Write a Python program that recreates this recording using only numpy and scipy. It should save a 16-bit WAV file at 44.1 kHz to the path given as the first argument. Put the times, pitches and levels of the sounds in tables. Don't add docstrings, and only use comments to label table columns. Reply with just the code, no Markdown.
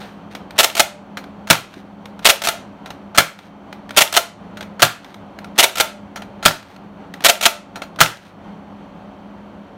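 import sys
import numpy as np
from scipy import signal
from scipy.fft import rfft, irfft, next_fast_len
from scipy.io import wavfile

SR = 44100
rng = np.random.default_rng(int(sys.argv[2]) if len(sys.argv) > 2 else 0)


def int16_out(signal):
    q = np.round(np.clip(np.atleast_2d(signal).T, -1, 1) * 32767)
    wavfile.write(sys.argv[1], SR, q.astype(np.int16))


N = 430857
T = np.arange(SR // 3) / SR

# t/s, squeeze length/s, trigger level/dB, catch level/dB, plunger level/dB
FIRINGS = [(1.5008, 0.03, -33, 2, 12.5), (3.1756, 0.029, -28.5, -4, 15), (4.8200, 0.026, -26.5, -0.5, 13),
           (6.4522, .026, -27.5, -3, 13), (8.0044, .017, -25.5, -0.5, 15)]
# first tooth t/s, ratchet level/dB, travel/s, end stop level/dB
SLIDE_PULLS = [(.587, 2, 0.043, -2), (2.253, 4, 0.035, 4), (3.971, 4.5, .035, 3), (5.586, 4, .041, 2),
               (7.246, 3.5, 0.038, 2)]
# lag/s, level/dB
STOP_HITS = [(0, 0.5), (.006, 2), (.012, 7)]
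# t/s, rattle level/dB, travel/s, lock level/dB, seating lag/s
SLIDE_PUSHES = [(.751, -9.5, 0.044, 6, 0.0058), (2.418, -7.5, 0.053, 0.5, 0.014),
                (4.125, -5.5, 0.04, 7.5, .007), (5.755, -9.5, .044, 4, .007), (7.41, -4, .044, 8.5, .007)]
# share of travel, level/dB
RAIL_JOINTS = [(0, 1), (0.351, 1), (.54, -2)]
# t/s, level/dB
SHOT_SLAPS = [(1.530, 2.5), (1.553, 2), (3.220, 0), (4.8691, -3), (6.481, 4.5), (6.51, 0.5), (8.061, 6.5)]
# t/s, level/dB
PART_TICKS = [(.507, -24.5), (1.240, -29.5), (1.739, -24.5), (2.056, -25), (2.192, -26.5), (3.389, -21),
              (3.727, -24), (3.892, -26), (3.907, -19), (5.045, -22.5), (5.143, -24.5), (5.388, -25.5),
              (5.444, -24), (6.627, -25), (6.763, -30), (7.139, -19.5), (7.206, -24.5), (7.222, -27.5),
              (7.960, -30.5), (8.170, -23)]
# t/s, level/dB, decay/s
FIRST_CLACK = (.002, -36.5, 0.07)
# t/s, click level/dB, knock level/dB
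HAND_GRIPS = [(0.35, -20.5, -35.5), (1.171, -18, -25.5), (2.859, -26, -31.5), (2.904, -22.5, -40),
              (4.571, -27, -31.5), (4.608, -22, -31.5), (4.627, -26, -43.5), (6.159, -22, -21.5),
              (6.22, -26.5, -39), (7.757, -23, -23.5), (7.819, -20.5, -25.5)]
# t/s, length/s, level/dB
HOUSING_RUSTLES = [(0, .03, -45), (.297, 0.056, -44.5)]

# f/Hz, level/dB
SLIDE_SPECTRUM = [(60, -23), (200, -16), (400, -9), (700, 0), (1050, -5.5), (1500, -5), (2300, -1),
                  (3400, 0), (4900, -6.5), (6200, -6.5), (8500, -9.5), (10500, -13), (12000, -12),
                  (16000, -19)]
PLUNGER_SPECTRUM = [(40, -11), (170, -7.5), (330, -6), (500, -10), (720, -3.5), (1050, -5.5), (1380, 6),
                    (1900, -4), (3500, -4.5), (5000, -8.5), (8500, -14), (10500, -17.5), (16000, -21.5)]
LATCH_SPECTRUM = [(200, -28), (1000, -10), (2000, -3.5), (2900, 3), (3800, 2), (5000, -13.5), (8000, -17.5),
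                  (16000, -29.5)]
LOOSE_SPECTRUM = [(100, -14.5), (400, -1.5), (800, 5.5), (1050, -0.5), (1400, 4.5), (2600, -1.5),
                  (4000, -3), (5000, -10.5), (6200, -11.5), (7500, -21), (9000, -15), (10500, -28.5),
                  (12000, -20), (16000, -30)]

# f/Hz, level/dB, t60/s
SHELL_MODES = [(558.3, -19, 0.16), (621.6, -11, 0.11), (681, -2.5, 0.066), (886, -3.5, 0.05),
               (1320, 0, 0.052), (1388, -9.5, 0.12), (1516, -10, 0.048), (1700, -13, 0.04),
               (2050, -15, 0.093), (2680, -13.5, 0.026), (3210, -13.5, .05), (4210, -9, 0.074),
               (5800, -13, .06), (6720, -13.5, 0.073), (8347, -30.5, .04)]
TUBE_MODES = [(544, -26, .2), (1300, -19.5, .19), (1370, -19.5, .2), (1400, -19, .21), (1570, -24.5, 0.26),
              (1809, -27, 0.29)]
AFTER_RING_MODES = [(593, -42, .9), (2130, -45.5, 0.42)]
FLOOR_MODES = [(284.5, -21.5, 0.07), (372, -22.5, 0.042)]
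ROOM_MODES = [(58, -36, 0.22), (114, -14.5, 0.27), (160, -8, .13)]

# f/Hz, t60/s
REVERB_T60 = [(100, .3), (600, 0.25), (1500, 0.29), (3500, 0.28), (8000, 0.25), (15000, 0.14)]
# f/Hz, level/dB
REVERB_SPECTRUM = [(100, -3.5), (400, 6), (700, 2.5), (1000, 1.5), (1400, -2), (2000, -1), (3500, -3),
                   (8000, -2), (15000, 8.5)]
# f/Hz, level/dB
AIR_SPECTRUM = [(15, -70.5), (25, -38.5), (43, -18.5), (107, -11.5), (140, -17), (204, -3.5), (233, -15),
                (281, -12.5), (482, -16), (782, -12), (1570, -25), (1750, -29.5), (2300, -31),
                (2700, -33.5), (15500, -69.5)]
# f/Hz, width/Hz, level/dB
CASING_PEAKS = [(172, 17, 7), (265, 36, 4), (780, 460, -1.5), (3130, 160, 7), (3550, 98, 3),
                (4400, 350, 5.5), (4930, 500, -4.5), (6000, 400, 4.5)]
# f/Hz, rms level/dB
MOTOR_TONES = [(102.3, -60), (204.6, -43.5), (279.9, -51.5), (366.1, -60.5), (565.2, -56.5), (608.3, -58.5)]


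def shots(stroke_s=0.0066, rebound_s=0.023, rebound_db=-16):
    releases = [(s, db, 0.0045) for s, _, _, db, _ in FIRINGS]
    landings = [(s + stroke_s, db) for s, *_, db in FIRINGS]
    rebounds = [(s + rebound_s, db + rebound_db) for s, db in landings]
    slams = [(s, db + 3.5, 0.0032) for s, db in landings + rebounds]
    buzzes = [(s, db - 19, 0.029) for s, db in landings]
    catch = strike(releases, SLIDE_SPECTRUM, shell_db=-11.5, rise_s=0.0009)
    plunger = strike(slams, PLUNGER_SPECTRUM, shell_db=-16.5, rise_s=0.00035)
    spring = strike(buzzes, SLIDE_SPECTRUM, shell_db=-12.5, rise_s=0.0079)
    air = np.zeros(N)
    for s, _ in landings:
        puff = ring(ROOM_MODES, spread=0.023) + ring(TUBE_MODES, spread=0.01)
        add(air, s, puff * onset(rise_s=0.0081))
    return catch + plunger + spring + air


def slide_pull(take_up_s=0.007, tooth_s=0.008, latch_lag_s=0.0695, scrape_s=0.052, decay_s=0.0046):
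    blows, latches, scrapes = [], [], []
    for s, db, travel_s, stop_db in SLIDE_PULLS:
        blows.append((s - take_up_s, db - 13.5, decay_s))
        blows += [(s + k * tooth_s, db + tooth_db, decay_s) for k, tooth_db in enumerate([0, 0.5, 2])]
        blows += [(s + travel_s + lag_s, stop_db + part_db, decay_s) for lag_s, part_db in STOP_HITS]
        latches.append((s + travel_s + latch_lag_s, -7.5, 0.0017))
        scrapes.append((s - take_up_s, scrape_s, db - 16.5))
    clacks = strike(blows, SLIDE_SPECTRUM, shell_db=-16, rise_s=0.0022)
    latch = strike(latches, LATCH_SPECTRUM, shell_db=-28.5, rise_s=0.001)
    rail = rub(scrapes, SLIDE_SPECTRUM, slips_per_s=3800, taper=1.0)
    return amp(1.5) * clacks + latch + rail


def slide_push(seat_db=1.5, decay_s=0.0041):
    blows, scrapes, after_ring = [], [], np.zeros(N)
    for s, db, travel_s, lock_db, seat_s in SLIDE_PUSHES:
        blows += [(s + share * travel_s, db + joint_db, decay_s) for share, joint_db in RAIL_JOINTS]
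        blows += [(s + travel_s, lock_db, decay_s), (s + travel_s + seat_s, lock_db + seat_db, decay_s)]
        scrapes.append((s + 0.25 * travel_s, travel_s, db - 8))
    fade_out = np.cos(np.pi / 2 * T / T[-1])
    for s, db, _ in blows:
        add(after_ring, s, amp(db) * ring(AFTER_RING_MODES, spread=0.0046) * fade_out)
    clacks = strike(blows, SLIDE_SPECTRUM, shell_db=-13.5, rise_s=0.0026)
    knocks = strike(blows, PLUNGER_SPECTRUM, shell_db=-21.5, rise_s=0.0027)
    rail = rub(scrapes, SLIDE_SPECTRUM, slips_per_s=1600, taper=1.0)
    return amp(1) * clacks + amp(-6.5) * knocks + rail + after_ring


def slaps(decay_s=0.0012, landing_s=1.766):
    hits = [(s, db, decay_s) for s, db in SHOT_SLAPS]
    impacts = amp(0.5) * strike(hits, LOOSE_SPECTRUM, shell_db=-29, rise_s=0.0005)
    add(impacts, landing_s, ring(FLOOR_MODES, spread=0.01) * onset(rise_s=0.004))
    return impacts


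def trigger(decay_s=0.005):
    squeezes = [(s - length_s, length_s, db) for s, length_s, db, _, _ in FIRINGS]
    starts = [(s, db, decay_s) for s, _, db in squeezes]
    creak = rub(squeezes, PLUNGER_SPECTRUM, slips_per_s=2000, taper=0.23)
    jolts = strike(starts, LOOSE_SPECTRUM, shell_db=-4.5, rise_s=0.0034)
    return amp(-2) * creak + amp(9) * jolts


def handling(bounce_s=0.014, bounce_db=-7, grasp_s=0.035):
    ticks = [(s, db, 0.0032) for s, db in PART_TICKS] + [(s, db, 0.005) for s, db, _ in HAND_GRIPS]
    bumps = [(s + lag_s, db + rel_db, 0.0039) for s, _, db in HAND_GRIPS
             for lag_s, rel_db in [(0, 0), (bounce_s, bounce_db)]]
    grasps = [(s - grasp_s, grasp_s, -38.5) for s, *_ in SLIDE_PULLS]
    settles = [(s + 0.15, 0.2, -44.5) for s, *_ in FIRINGS]
    creaks = [(s, 0.028, db - 13.5) for s, _, db in HAND_GRIPS]
    shifts = HOUSING_RUSTLES + grasps + settles + creaks
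    clicks = strike(ticks + [FIRST_CLACK], LOOSE_SPECTRUM, shell_db=-24.5, rise_s=0.0005)
    knocks = strike(bumps, PLUNGER_SPECTRUM, shell_db=-5, rise_s=0.0035)
    chatter = rub(shifts, LOOSE_SPECTRUM, slips_per_s=2500, taper=0.88)
    return clicks + amp(1.5) * knocks + chatter


def strike(blows, spectrum, shell_db, rise_s, shell_samples=3200):
    crack, shell = np.zeros((2, N))
    for s, db, decay_s in blows:
        attack = amp(db) * onset(rise_s)
        add(crack, s, attack * np.exp(-T / decay_s) * rng.standard_normal(len(T)))
        add(shell, s, attack[:shell_samples] * ring(SHELL_MODES, spread=0.023, size=shell_samples))
    return colour(crack, spectrum) + amp(shell_db) * shell


def ring(modes, spread, scatter_db=3, size=len(T)):
    hz, db, t60_s = np.transpose(modes)[:, :, None]
    detune, phase, strength = rng.uniform(-0.98, 1, (3, len(modes), 1))
    t = T[:size]
    envelope = amp(db + scatter_db * strength) * np.exp(-np.log(1000) * t / t60_s)
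    return (envelope * np.sin(2 * np.pi * hz * (1 + spread * detune) * t + np.pi * phase)).sum(0)


def rub(strokes, spectrum, slips_per_s, taper):
    slips = np.zeros(N)
    for s, length_s, db in strokes:
        kicks = rng.standard_normal(len(T)) * (rng.random(len(T)) < slips_per_s / SR)
        envelope = signal.windows.tukey(int(length_s * SR), taper)
        add(slips, s, amp(db) * unit(kicks)[:len(envelope)] * envelope)
    return colour(slips, spectrum)


def room(directions, wet_db=-7, build_s=0.0046, gap_samples=16):
    wet = np.zeros(N)
    for sound in directions:
        reflections = np.zeros(SR)
        slots = np.arange(gap_samples * 8, SR - gap_samples, gap_samples)
        signs = rng.choice([-1., 1.], len(slots))
        reflections[slots + rng.integers(0, gap_samples, len(slots))] = signs
        hz, t, bands = signal.stft(reflections, SR, nperseg=256)
        level_db = read(REVERB_SPECTRUM, hz)[:, None] - 60 * t / read(REVERB_T60, hz)[:, None]
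        build_up = 1 - np.exp(-t / build_s)
        tail = signal.istft(bands * amp(level_db) * build_up, SR, nperseg=256)[1]
        wet += signal.fftconvolve(sound, tail / np.linalg.norm(tail))[:N]
    return directions[0] + amp(wet_db) * wet / np.sqrt(len(directions))


def fan(air_db=-39.5, swell_db=1.0, flutter_db=1.0, waver_hz=0.5):
    hz = np.fft.rfftfreq(N, 1 / SR)
    casing_db = sum(db / (1 + (2 * (hz - f) / width) ** 2) for f, width, db in CASING_PEAKS)
    air = unit(irfft(rfft(rng.standard_normal(N)) * amp(read(AIR_SPECTRUM, hz) + casing_db), N))
    air *= amp(air_db + swell_db * drift(hz=6))
    hum = np.zeros(N)
    for tone_hz, db in MOTOR_TONES:
        peak = np.sqrt(2) * amp(db - flutter_db * drift(hz=3))
        cycles = np.cumsum(tone_hz + waver_hz * drift(hz=3)) / SR
        hum += peak * np.sin(2 * np.pi * cycles)
    return air + hum


def amp(db):
    return 10 ** (np.asarray(db) / 20)


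def unit(x):
    return x / np.sqrt(np.mean(x ** 2) + 1e-20)


def onset(rise_s):
    return 1 - np.exp(-T / rise_s)


def read(points, hz):
    f, value = np.transpose(points)
    return np.interp(np.log(hz + 1), np.log(f + 1), value)


def add(mix, s, sound):
    part = mix[max(round(s * SR), 0):][:len(sound)]
    part += sound[:len(part)]


def colour(x, spectrum, size=4096):
    log_gain = np.log(amp(read(spectrum, abs(np.fft.fftfreq(size, 1 / SR)))))
    response = np.exp(np.conj(signal.hilbert(log_gain)))
    taps = np.fft.ifft(response).real[:size // 2]
    return signal.oaconvolve(x, taps / np.linalg.norm(taps))[:len(x)]


def drift(hz):
    size = next_fast_len(N, True)
    low_pass = np.exp(-(np.fft.rfftfreq(size, 1 / SR) / hz) ** 2)
    return unit(irfft(rfft(rng.standard_normal(size)) * low_pass, size)[:N])


def smooth(x, lag_s):
    pole = np.exp(-1 / (lag_s * SR))
    return signal.lfilter([1 - pole], [1, -pole], x)


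def scene(direction_count=3, hiss_db=-76):
    directions = [slide_pull() + slide_push() + shots() + slaps() + trigger() + handling()
                  for _ in range(direction_count)]
    return (room(directions) + fan() + amp(hiss_db) * rng.standard_normal(N))[None]


def record(dry, threshold_db=-15, slope=0.68, recover_db_per_s=32, attack_s=0.017, cutoff_hz=15900):
    power_db = 10 * np.log10(smooth(dry[0] ** 2, lag_s=0.023) + 1e-12)
    target_cut_db = slope * np.maximum(power_db - threshold_db, 0)
    recovery_db = np.arange(N) / SR * recover_db_per_s
    cut_db = np.maximum.accumulate(target_cut_db + recovery_db) - recovery_db
    driven = dry * amp(-smooth(cut_db, attack_s))
    clipped = driven / (1 + driven ** 8) ** (1 / 8)
    low_pass = signal.firwin(255, cutoff_hz, window=("kaiser", 8), fs=SR)
    return np.clip(signal.oaconvolve(clipped, low_pass[None], "same"), -1, 1)


dry = scene()
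out = record(dry)
int16_out(out)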